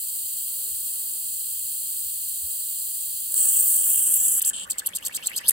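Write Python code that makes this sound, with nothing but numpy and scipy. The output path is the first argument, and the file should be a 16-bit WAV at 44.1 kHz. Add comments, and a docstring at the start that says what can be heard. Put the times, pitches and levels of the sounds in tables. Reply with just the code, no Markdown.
"""Bleeding a radiator

A radiator is bled through its key valve, a hand's width from the two-port microphone, in a quiet room.
Dry air hisses evenly: noise with a fixed colour. Water wets the slit, and drops snap in it singly.
The hiss turns louder and grainy, from rough noise and drifting resonances, then chokes to a squeeze.
Slugs of water follow, about ten a second: each a resonant gurgle that climbs and ends in a spit of spray."""
import sys
import numpy as np
from scipy import signal
from scipy.fft import rfft, irfft
from scipy.io import wavfile
from scipy.ndimage import uniform_filter1d

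SR = 44100
rng = np.random.default_rng(int(sys.argv[2]) if len(sys.argv) > 2 else 0)


def log_audio(samples):
    """Write samples as a 16-bit WAV file to the path given in sys.argv[1]."""
    # one column per channel
    frames = np.atleast_2d(samples).T
    # limit to full scale, then quantise
    limited = np.clip(frames, -1, 1)
    pcm = np.round(limited * 32767).astype(np.int16)
    wavfile.write(sys.argv[1], SR, pcm)


N = 243412
T, HZ = np.arange(N) / SR, np.fft.rfftfreq(N, 1 / SR)
WET_S, LEAK_END_S = 3.358, 4.51  # water reaches the slit; the last leak of air through it ends
SQUEEZE_S, SQUEEZE_END_S = 4.532, 4.651  # air squeezes past a plug of water
SPATTER_DB, SPATTER_DB_PER_S = -56, 2  # spatter out of the valve: level at WET_S, and its growth


def amp(db):
    """Turns dB into a linear gain."""
    return 10 ** (np.asarray(db) / 20)


def unit(x):
    """Scales x to rms 1."""
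    return x / np.sqrt(np.mean(x ** 2) + 1e-20)


def curve(rows, axis=1):
    """One column of a time table, drawn as straight lines at every sample."""
    rows = np.asarray(rows)
    return np.interp(T, rows[:, 0], rows[:, axis])


def response(points):
    """Linear gain at every frequency in HZ from (Hz, dB) points."""
    return amp(np.interp(HZ, *np.transpose(points)))


def colour(x, points):
    """Filters x by a spectrum drawn over log frequency; rms 1."""
    hz, db = np.transpose(points)
    gain = amp(np.interp(np.log(HZ + 1), np.log(hz), db))
    return unit(irfft(rfft(x) * gain, N))


def wander(rate_hz):
    """Smooth chance movement up to about a rate; rms 1."""
    lowpass = 1 / np.sqrt(1 + (HZ / rate_hz) ** 4)
    return unit(irfft(rfft(rng.standard_normal(N)) * lowpass, N))


def turbulence(rough_db, rate_hz):
    """Noise whose strength jumps about at random; rms 1."""
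    strength = amp(rough_db * np.clip(wander(rate_hz), -2.5, 2.5))
    return unit(rng.standard_normal(N) * strength)


def patchy(x, depth_db, size=128):
    """Each droplet has its own colour: gains that vary over a few milliseconds and a kilohertz or so."""
    overlap = size * 3 // 4
    z = signal.stft(x, nperseg=size, noverlap=overlap)[2]
    across_hz = uniform_filter1d(rng.standard_normal(z.shape), size=4, axis=0)
    patches = unit(uniform_filter1d(across_hz, size=6, axis=1))
    gain = amp(depth_db * np.clip(patches, -2, 2))
    return unit(signal.istft(z * gain, nperseg=size, noverlap=overlap)[1][:N])


def resonate(x, hz, width):
    """A resonance that follows the curve hz: shift it to zero, lowpass, shift back."""
    turn = np.exp(2j * np.pi * np.cumsum(hz * np.ones(len(x))) / SR)
    r = np.exp(-np.pi * width / SR)
    return 2 * (turn * signal.lfilter([1 - r], [1, -r], x / turn)).real


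def whistle(x, hz, width):
    """A steep resonance, two in a row, on the curve hz; rms 1."""
    return unit(resonate(resonate(x, hz, width), hz, width))


def steadied(x, size=400):
    """Keeps the fine crackle of x but evens out its strength over longer stretches of samples."""
    return x / np.sqrt(uniform_filter1d(x ** 2, size) + 1e-9)


def opens(s, ramp):
    """A smooth step from 0 to 1 centred on time s."""
    return .5 + .5 * np.tanh((T - s) / ramp)


def held(start, end, rise, fall):
    """Attack, hold and release."""
    return opens(start, rise) * (1 - opens(end, fall))


# Low rumble of the quiet room. Each row: frequency in Hz, relative level in dB per Hz.
ROOM_COLOUR = [(15, -35), (30, -24), (44, 1), (56, 0.5), (72, -3.5), (105, 0.5), (160, -10), (290, -8),
               (380, -18.5), (800, -23.5), (2000, -27)]
# Soft handling bumps at the microphone. Each row: centre in seconds, peak level in dB, frequency in Hz.
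HANDLING_BUMPS = [(.73, -52, 72), (2.06, -53, 68.5), (2.449, -47, 71), (4.21, -53.5, 76)]
ROOM_DB = -63.5


def room_tone():
    """Low rumble, almost alike at both ports, with a few soft sine bumps."""
    shared, left, right = (colour(rng.standard_normal(N), ROOM_COLOUR) for _ in range(3))
    bumps = np.zeros(N)
    for s, db, hz in HANDLING_BUMPS:
        swell = np.exp(-((T - s) / 0.024) ** 2)
        bumps += amp(db) * swell * np.sin(2 * np.pi * hz * (T - s))
    return amp(ROOM_DB) * (shared + 0.22 * np.array([left, right])) + bumps


# Hiss of dry air a hand's width away. Each row: frequency in Hz, relative level in dB per Hz.
DRY_AIR_COLOUR = [(1000, -45.5), (1750, -36), (2200, -30.5), (3100, -13), (3600, -16.5), (4100, -8.5),
                  (4800, -10.5), (5300, -20.5), (6100, -22), (7400, 1), (8400, 4.5), (10500, -2),
                  (13500, -5), (14800, 5), (16000, -5.5)]
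AIR_DB, AIR_WAVER_DB = -28, 0.4  # the dry hiss holds steady


def dry_air():
    """Even turbulence in the dry slit, until water takes over."""
    hiss = colour(rng.standard_normal(N), DRY_AIR_COLOUR)
    level = amp(AIR_DB + AIR_WAVER_DB * wander(27))
    return hiss * level * (1 - opens(3.39, 0.012))


# Sleeve movements near the microphone. Each row: start in seconds, end in seconds, level in dB.
SLEEVE_RUSTLES = [(0.107, 0.198, -66), (0.318, 0.52, -66.5), (0.523, 0.718, -63.5), (0.803, 1.18, -64),
                  (1.494, 1.692, -75), (1.696, 1.77, -65.5), (2.16, 2.303, -68), (2.328, 2.8, -74)]


def rustle():
    """Sleeves shift softly near the microphone: dull, gently uneven noise."""
    cloth = colour(turbulence(rough_db=1.0, rate_hz=28),
                   [(100, -5), (280, 6.0), (550, 4.0), (900, -2.0), (1600, -3.0), (4000, -68.0)])
    moves = sum(amp(db) * held(start, end, rise=0.054, fall=0.016) for start, end, db in SLEEVE_RUSTLES)
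    return cloth * moves


# Spatter at the valve. Each row: frequency in Hz, relative level in dB per Hz.
DROPLET_COLOUR = [(30, -43), (100, -32), (300, -5.5), (800, 12.5), (1600, 3), (3000, -1), (5500, -10),
                  (8000, -3), (11000, 3.5), (16000, -1)]


def spatter():
    """A faint wide crackle of droplets that swells just ahead of the wet jet and keeps growing."""
    droplets = colour(patchy(turbulence(rough_db=3.5, rate_hz=51), depth_db=1.5), DROPLET_COLOUR)
    level = amp(SPATTER_DB + SPATTER_DB_PER_S * (T - WET_S))
    return droplets * level * opens(3.315, 0.02)


# Single drops snapping in the slit. Each row: time in seconds, strength in dB before the colouring.
DROP_SNAPS = [(3.3193, -24), (3.3218, -14), (3.3421, -12), (3.3425, -12.5), (3.3488, -26), (3.3543, -18),
              (3.3685, -15), (3.3928, -16), (3.4505, -19), (4.397, -12), (4.422, -14), (4.4616, -17),
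              (4.4808, -21), (5.506, -13)]
SNAP_S = .0008  # decay time constant of one snap


def snaps():
    """First drops tick through the slit one by one as quick noise decays; more burst as it chokes."""
    strength = sum(amp(db) * (T >= s) * np.exp(-abs(T - s) / SNAP_S) for s, db in DROP_SNAPS)
    ticks = strength * rng.choice([-1, 1], N)
    bright = [(0, -45), (800, -30), (3000, -22), (6000, -20), (7800, 5), (9500, 5), (12000, 0), (16000, -1)]
    return irfft(rfft(ticks) * response(bright), N)


WASH_DB = -3.5  # level of the scattered rush against the direct spatter


def wash():
    """The low rush of the spatter, scattered by the radiator and different at each port."""
    low = [(100, -34), (380, -13), (620, 3.5), (1150, 4.5), (1700, 7.0), (2300, -28), (4000, -30),
           (16000, -40)]
    rush = np.array([colour(turbulence(rough_db=5.5, rate_hz=39), low) for _ in range(2)])
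    level = amp(SPATTER_DB + WASH_DB + SPATTER_DB_PER_S * (T - WET_S))
    return rush * level * opens(3.32, 0.028)


# Body of the wet jet. Each row: frequency in Hz, relative level in dB per Hz.
WET_JET_COLOUR = [(1700, -36.5), (2400, -62), (3000, -23), (3600, -31), (4600, -30), (6100, -28),
                  (7400, -2.5), (8300, 0), (9600, -1.5), (11000, -11), (13000, -21), (16000, -19)]
# Times when the wet slit is open. Each row: start in seconds, end in seconds.
SLIT_OPEN = [(3.3, 4.399), (4.417, 4.429), (4.448, 4.502)]
# Fuzzy whistle of the slit, sinking and swelling as water narrows it.
# Each row: time in seconds, pitch in Hz, level in dB.
SLIT_WHISTLE = [(3.38, 15000, -28), (3.48, 15100, -25.5), (3.6, 14700, -23.5), (3.69, 14600, -22),
                (3.76, 14600, -24), (3.8, 15220, -28), (3.9, 14700, -22), (4.0, 14900, -27),
                (4.09, 14400, -32), (4.16, 14300, -24), (4.19, 14500, -30), (4.24, 14500, -29),
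                (4.3, 14800, -37), (4.49, 13700, -32)]
# Narrower resonance of the valve mouth. Each row: time in seconds, pitch in Hz, level in dB.
MOUTH_WHISTLE = [(3.38, 8100, -23), (3.45, 8080, -26), (3.51, 7830, -27.5), (3.59, 8300, -22),
                 (3.67, 8650, -34), (3.76, 8050, -24), (3.85, 8450, -38), (4.04, 8350, -25),
                 (4.14, 8400, -27.5), (4.17, 7600, -26), (4.23, 7870, -24.5), (4.3, 7760, -30),
                 (4.42, 7700, -28), (4.48, 7700, -25)]
# Water films shredding into fine spray in the slit. Each row: start in seconds, end in seconds, level in dB.
WATER_FILMS = [(3.658, 3.762, -28), (3.865, 4.118, -29.5), (4.11, 4.18, -24.5), (4.225, 4.443, -25.5),
               (4.45, 4.507, -29.5)]
# Spray of those films. Each row: frequency in Hz, relative level in dB per Hz.
FILM_SPRAY_COLOUR = [(7000, -35), (9500, -2), (11000, 3), (12600, 1.5), (13600, -8), (16000, -10)]
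JET_DB, JET_SAG_DB = -22, -1.5  # body of the wet jet, and its change by the time it chokes
GATHER_POWER = 2.1  # water gathers in the slit slowly at first, then fast
PINCH_S, PINCH_WIDTH_S, PINCH_DB = 4.178, 0.024, -4  # water briefly pinches the jet
LEAK_DB = -17.5  # a little air still gets past while the slit is choked


def wet_jet(slit_width_hz=1900, mouth_width_hz=600):
    """Water makes the jet grainy, moves the fuzzy whistles of slit and mouth, and at last chokes it."""
    water = np.clip((T - WET_S) / (SLIT_OPEN[-1][1] - WET_S), 0, 1) ** GATHER_POWER
    pinch_db = PINCH_DB * np.exp(-((T - PINCH_S) / PINCH_WIDTH_S) ** 2)
    grain = patchy(turbulence(rough_db=2.2, rate_hz=1400), depth_db=1.0)
    body = colour(grain, WET_JET_COLOUR) * amp(JET_DB + JET_SAG_DB * water + pinch_db)

    slit = whistle(turbulence(rough_db=1.0, rate_hz=640), curve(SLIT_WHISTLE), slit_width_hz)
    slit = colour(slit, [(6000, -30), (12000, 3), (16000, -3)]) * amp(curve(SLIT_WHISTLE, axis=2))
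    mouth = whistle(rng.standard_normal(N), curve(MOUTH_WHISTLE), mouth_width_hz)
    mouth = mouth * amp(curve(MOUTH_WHISTLE, axis=2))

    spray = colour(turbulence(rough_db=2.5, rate_hz=900), FILM_SPRAY_COLOUR)
    films = spray * sum(amp(db) * held(start, end, rise=0.016, fall=0.0071)
                        for start, end, db in WATER_FILMS)

    flutter = amp(0.85 * wander(70))
    ragged = steadied(amp(3 * np.clip(wander(700), -2, 1.7)))
    sputter = 1 + opens(4.39, .01) * (ragged - 1)  # only near the choking
    gate = sum(held(start, end, rise=0.0015, fall=0.00085) for start, end in SLIT_OPEN)
    leak = amp(LEAK_DB) * held(WET_S, LEAK_END_S, rise=.01, fall=.0015)
    gate = np.maximum(gate, leak)
    return (body + slit + mouth + films) * flutter * sputter * opens(WET_S, 0.014) * gate


# Two hollow resonances of the valve bore; the upper fades as it fills.
# Each row: time in seconds, level of the lower in dB, level of the upper in dB.
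BORE_LEVELS = [(3.33, -60, -60), (3.38, -47, -45), (3.55, -47.5, -50), (3.74, -51, -46), (3.82, -49, -52),
               (3.95, -46, -57), (4.2, -48, -63), (4.35, -51.5, -66), (4.5, -45.5, -56)]


def bore(lower_hz=3030, lower_width_hz=800, upper_hz=4350, upper_width_hz=900, slosh_share=0.026):
    """The wet jet sounds the hollow bore of the valve; sloshing water makes its two resonances waver."""
    slosh = 1 + slosh_share * wander(35)
    lower = whistle(turbulence(rough_db=1.5, rate_hz=65), lower_hz * slosh, lower_width_hz)
    upper = whistle(turbulence(rough_db=2, rate_hz=50), upper_hz * slosh, upper_width_hz)
    hollow = lower * amp(curve(BORE_LEVELS)) + upper * amp(curve(BORE_LEVELS, axis=2))
    return hollow * held(WET_S, LEAK_END_S, rise=.01, fall=.002)


PATTER_S, PATTER_DB = 3.97, -60.5  # water starts to land on cloth below


def patter():
    """The dull, uneven sound of the water landing on cloth."""
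    thuds = colour(turbulence(rough_db=4.0, rate_hz=53),
                   [(30, -33), (90, -28), (180, 6.5), (330, -3.5), (600, 1.0), (1500, -46), (5000, -71)])
    return thuds * amp(PATTER_DB) * opens(PATTER_S, 0.037)


def reopenings(from_hz=2900, to_hz=8000, length_s=0.0162, lead_s=0.012, level_db=-38, width_hz=1400):
    """Each time the choked slit blows clear, a ragged bubble chirps upward."""
    out = np.zeros(N)
    kicks = turbulence(rough_db=4, rate_hz=400)
    slosh = 1 + .08 * wander(250)
    for start, _ in SLIT_OPEN[1:]:
        span = (T >= start - lead_s) & (T < start - lead_s + length_s)
        climb = np.linspace(0, 1, span.sum()) ** 1.7
        hz = from_hz * (to_hz / from_hz) ** climb * slosh[span]
        out[span] += whistle(kicks[span], hz, width_hz) * signal.windows.tukey(len(hz), .3)
    return amp(level_db) * out


# Larger bubbles that ring as they burst. 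Each row: start in seconds, starting pitch in Hz, peak level in dB.
BURSTING_BUBBLES = [(4.439, 3050, -34), (4.719, 4700, -30), (4.7995, 3500, -35), (4.819, 1620, -36),
                    (4.924, 2250, -43), (4.934, 3250, -29), (5.025, 2950, -34), (5.111, 2300, -36),
                    (5.1755, 2290, -31.5), (5.233, 3050, -32), (5.286, 2750, -35), (5.316, 2260, -29),
                    (5.379, 4800, -21), (5.402, 1830, -45), (5.453, 3200, -30.5), (5.4725, 4830, -23.5),
                    (5.4945, 3760, -26)]


def bubbles(swell_s=0.00088, rise_per_s=3):
    """Each larger bubble rings for a few milliseconds, rising a little in pitch."""
    out, t = np.zeros(N), T[:SR // 40]
    ring = t / swell_s * np.exp(1 - t / swell_s)
    for (s, hz, db), phase in zip(BURSTING_BUBBLES, rng.random(len(BURSTING_BUBBLES))):
        cycles = hz * t * (1 + rise_per_s * t / 2) + phase
        part = out[round(s * SR):][:len(t)]  # a view: adding here adds to out
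        part += (amp(db) * ring * np.sin(2 * np.pi * cycles))[:len(part)]
    return out


# The gurgle that leads up to each spit. Each row: time of the lowest pitch in seconds, lowest pitch in Hz,
# time of the highest pitch in seconds, highest pitch in Hz, level at the highest pitch in dB.
GURGLE_CLIMBS = [(4.672, 1300, 4.721, 4500, -38.5), (4.762, 2020, 4.799, 4370, -38.5),
                 (4.822, 1600, 4.875, 4350, -40), (4.915, 2050, 4.972, 5230, -39),
                 (5.006, 2140, 5.068, 5230, -36.5), (5.098, 1880, 5.169, 4840, -36),
                 (5.198, 2080, 5.276, 4640, -35), (5.313, 2140, 5.383, 4820, -31.5),
                 (5.404, 1780, 5.492, 4900, -32)]
# The outlet colours every gurgle. Each row: frequency in Hz, gain in dB.
OUTLET_GAIN = [(1200, 4.5), (1650, -2.5), (2150, -8.5), (3050, -3.5), (3700, -5.5), (4700, -3.5), (6000, 0),
               (13000, -3.5)]
PLUG_S, PLUG_HZ, PLUG_DB = 4.505, 1650, -48  # the first plug of water burbles as it seals the slit
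REFILL_S = 0.0076  # after a spit the pocket grows again and its pitch drops back


def gurgles(width_hz=470, bend=1.38, swell_db=6.0, overtone=4.2, overtone_db=-13, froth_db=-6.5,
            froth_width_hz=2200):
    """The outlet's air pocket shrinks, so its bubble-kicked resonances climb; it refills. Froth blurs them."""
    pitch = np.full(N, float(GURGLE_CLIMBS[0][1]))
    followers = [*GURGLE_CLIMBS[1:], GURGLE_CLIMBS[-1]]
    for (low_s, low_hz, top_s, top_hz, _), following in zip(GURGLE_CLIMBS, followers):
        progress = np.clip((T - low_s) / (top_s - low_s), 0, 1)
        climb = low_hz + (top_hz - low_hz) * progress ** bend
        refill = following[1] + (top_hz - following[1]) * np.exp(-abs(T - top_s) / REFILL_S)
        pitch = np.where(T < low_s, pitch, np.where(T < top_s, climb, refill))

    slosh = 1 + .045 * wander(160)
    kicks, fizz = turbulence(rough_db=5, rate_hz=300), turbulence(rough_db=6, rate_hz=400)
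    pocket = steadied(whistle(kicks, pitch * slosh, width_hz), size=900)
    froth = amp(froth_db) * whistle(fizz, 1.25 * pitch, froth_width_hz)
    high = amp(overtone_db) * whistle(fizz, np.minimum(overtone * pitch * slosh, 13000), 2200)

    octaves = np.log2(pitch / curve(GURGLE_CLIMBS, axis=3))  # distance from the highest pitch
    swell = amp(curve(GURGLE_CLIMBS, axis=4) + swell_db * octaves) * opens(SQUEEZE_END_S, 0.0018)
    plug = whistle(kicks, PLUG_HZ * slosh, width_hz) * amp(PLUG_DB)
    plug = plug * held(PLUG_S, SQUEEZE_S, rise=0.0033, fall=.004)
    return irfft(rfft((pocket + froth + high) * swell + plug) * response(OUTLET_GAIN), N)


# Air squeezing past water. Each row: frequency in Hz, relative level in dB per Hz.
SQUEEZED_AIR_COLOUR = [(1800, -33), (2600, -12), (3050, 2.5), (3400, -3), (3900, -10), (5000, -17),
                       (6200, -25.5), (7700, 6.5), (9300, -7.5), (10500, -8), (12500, -31), (16000, -24)]
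SQUEEZE_DB = -33


def squeeze():
    """A duller, weaker, crackling hiss through the nearly blocked outlet."""
    hiss = colour(patchy(turbulence(rough_db=4.0, rate_hz=660), depth_db=0.5), SQUEEZED_AIR_COLOUR)
    level = amp(SQUEEZE_DB + 0.64 * wander(40))
    return hiss * level * held(SQUEEZE_S, SQUEEZE_END_S, rise=0.0018, fall=0.0017)


CLICKS_PER_S, CLICK_DB = 790, -4  # tiny bubbles snapping within the spits


def crackle(pops):
    """Wet noise, broken into pops, with sharp snaps scattered through it."""
    clicks = (rng.random(N) < CLICKS_PER_S / SR) * rng.choice([-1, 1], N)
    wet = unit(pops * patchy(rng.standard_normal(N), depth_db=5.5))
    return wet + amp(CLICK_DB) * unit(clicks)


# Slugs of water, each ending in a spit. Each row: spit in seconds, length in seconds, level in dB,
# share of fine spray from 0 to 1, length of the sizzle before it in seconds, sizzle level in dB.
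WATER_SLUGS = [(4.6998, 0.015, -21.5, 0.04, .01, -53), (4.782, 0.016, -24.5, 0.06, .005, -40),
               (4.8652, 0.01, -19, 0.92, 0.013, -42), (4.951, .020, -23.5, .25, 0.013, -46),
               (5.06, 0.014, -23.5, 0.21, 0.032, -43), (5.147, 0.025, -26, .2, 0.02, -41),
               (5.266, 0.0094, -18.5, 0.07, 0.035, -39.5), (5.3634, 0.024, -25, 0.2, .026, -45),
               (5.4847, 0.013, -10.5, 1, .036, -44)]
# Stray drops spat out around the slugs.
# Each row: start in seconds, length in seconds, level in dB, share of fine spray from 0 to 1.
STRAY_DROPS = [(4.716, 0.0069, -26.5, 0.1), (4.727, .007, -37, .1), (4.796, 0.0065, -34, .1),
               (4.8605, 0.0035, -21, 0.3), (4.8875, 0.0053, -31, 0), (4.985, 0.0029, -33, 0.1),
               (5.05, 0.0086, -27.5, 0.4), (5.081, 0.005, -30.5, .6), (5.2585, 0.0047, -28.5, .4),
               (5.275, 0.0036, -27, 0.3), (5.286, .004, -40, .5), (5.294, .008, -36, 0.9),
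               (5.362, 0.0031, -20, 1), (5.408, .005, -43, 1), (5.462, .004, -35, 1),
               (5.471, 0.011, -35, 0.9), (5.4815, 0.0034, -15.5, 0.66), (5.497, 0.0036, -25, 0.8),
               (5.5068, 0.0039, -17, 0.8), (5.511, .012, -39, .6)]
# Coarse part of a spit. Each row: frequency in Hz, relative level in dB per Hz.
COARSE_COLOUR = [(1700, -41), (3000, -17.5), (4700, -12), (6000, -17.5), (7600, 7), (8500, 7), (10200, -18),
                 (11300, -34), (12500, -6), (14000, -10), (16000, -13)]
# Fine spray of a spit. Each row: frequency in Hz, relative level in dB per Hz.
FINE_COLOUR = [(2000, -41), (4700, -16), (6000, -19), (8500, 1), (11500, 8), (12600, 5), (14500, 0),
               (16000, -22)]


def spits(rise=0.001, fall=0.00091, skirt_db=-13, skirt_s=0.0033):
    """Each slug sizzles, bursts into a crackle of coarse drops and fine spray, trails off among drops."""
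    bursts = [(amp(db) * held(s, s + length, rise, fall), share) for s, length, db, share in STRAY_DROPS]
    for s, length, db, share, sizzle_s, sizzle_db in WATER_SLUGS:
        skirt = amp(skirt_db) * opens(s, rise) * np.exp(-np.maximum(T - s - length, 0) / skirt_s)
        sizzle = amp(sizzle_db) * held(s - sizzle_s, s, rise=0.0023, fall=fall)
        burst = amp(db) * np.maximum(held(s, s + length, rise, fall), skirt)
        bursts.append((burst + sizzle, share))
    # the share divides power, so overlapping bursts add as noises do
    coarse = np.sqrt(sum(burst ** 2 * (1 - np.clip(share, 0, 1)) for burst, share in bursts))
    fine = np.sqrt(sum(burst ** 2 * np.clip(share, 0, 1) for burst, share in bursts))
    pops = amp(4.5 * np.clip(wander(600), -2, 1.5))
    drops = steadied(colour(crackle(pops), COARSE_COLOUR))
    spray = steadied(colour(crackle(pops), FINE_COLOUR))
    return coarse * drops + fine * spray


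# Phase by which the left port lags the right. Each row: frequency in Hz, lag in radians.
LEFT_LAG = [(0, 0), (350, .3), (600, 2.0), (950, 3.1), (1300, 4.0), (1700, 6.3), (2250, 9.4), (3050, 12.5),
            (3650, 15.7), (4400, 18.8), (5300, 22), (5900, 25.1), (6600, 26.6), (7700, 26.7),
            (12500, 25.13), (16000, 25.13)]
# How much louder the left port hears the valve. Each row: frequency in Hz, difference in dB.
LEFT_TILT = [(300, 0), (700, -2.5), (1200, -4.5), (1750, -3.5), (2200, 0), (2800, 1.5), (3500, 1.5),
             (4200, 0), (4900, 4), (6000, 0), (16000, 0)]


def ports(x):
    """The valve reaches the two microphone ports out of step and unequally."""
    lag = np.interp(HZ, *np.transpose(LEFT_LAG))
    tilt = np.sqrt(response(LEFT_TILT))  # half the dB on each side
    return irfft(rfft(x) * np.array([tilt * np.exp(-1j * lag), 1 / tilt]), N)


# Strength of the echoes against the direct sound. 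Each row: frequency in Hz, gain in dB.
ECHO_GAIN = [(200, -12), (1000, -7), (1700, -6), (2500, -4), (4500, -7), (6000, -5), (7500, -11),
             (10500, -11), (12500, -24), (16000, -30)]


def reflections(x, near_t60=.03, near_db=-1, room_db=-8, room_t60=.2):
    """Quick echoes off the radiator and wall, then a short tail, coloured by ECHO_GAIN."""
    t = T[:SR // 2]
    near, far = rng.standard_normal((2, 2, len(t))) * (t > .001)
    near, far = near * amp(-60 * t / near_t60), far * amp(-60 * t / room_t60)
    echo = amp(near_db) * near / np.linalg.norm(near[0]) + amp(room_db) * far / np.linalg.norm(far[0])
    coloured = irfft(rfft(x) * response(ECHO_GAIN), N)
    return signal.fftconvolve(coloured[None], echo, axes=1)[:, :N]


def scene():
    """Everything from the valve passes the ports and the room; wash, rustle and rumble are added."""
    valve = dry_air() + spatter() + snaps() + wet_jet() + bore() + patter()
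    valve = valve + reopenings() + bubbles() + gurgles() + squeeze() + spits()
    return ports(valve) + reflections(valve) + wash() + rustle() + room_tone()


EDGE_HZ = 15850  # upper band limit of the recorder


def record(dry):
    """The loudest peaks are rounded off; then the recorder's band limit."""
    rounded = dry / (1 + (dry / .95) ** 4) ** .25
    lowpass = signal.firwin(511, EDGE_HZ, window=("kaiser", 9), fs=SR)
    return signal.oaconvolve(rounded, lowpass[None], "same")


dry = scene()
out = record(dry)
log_audio(out)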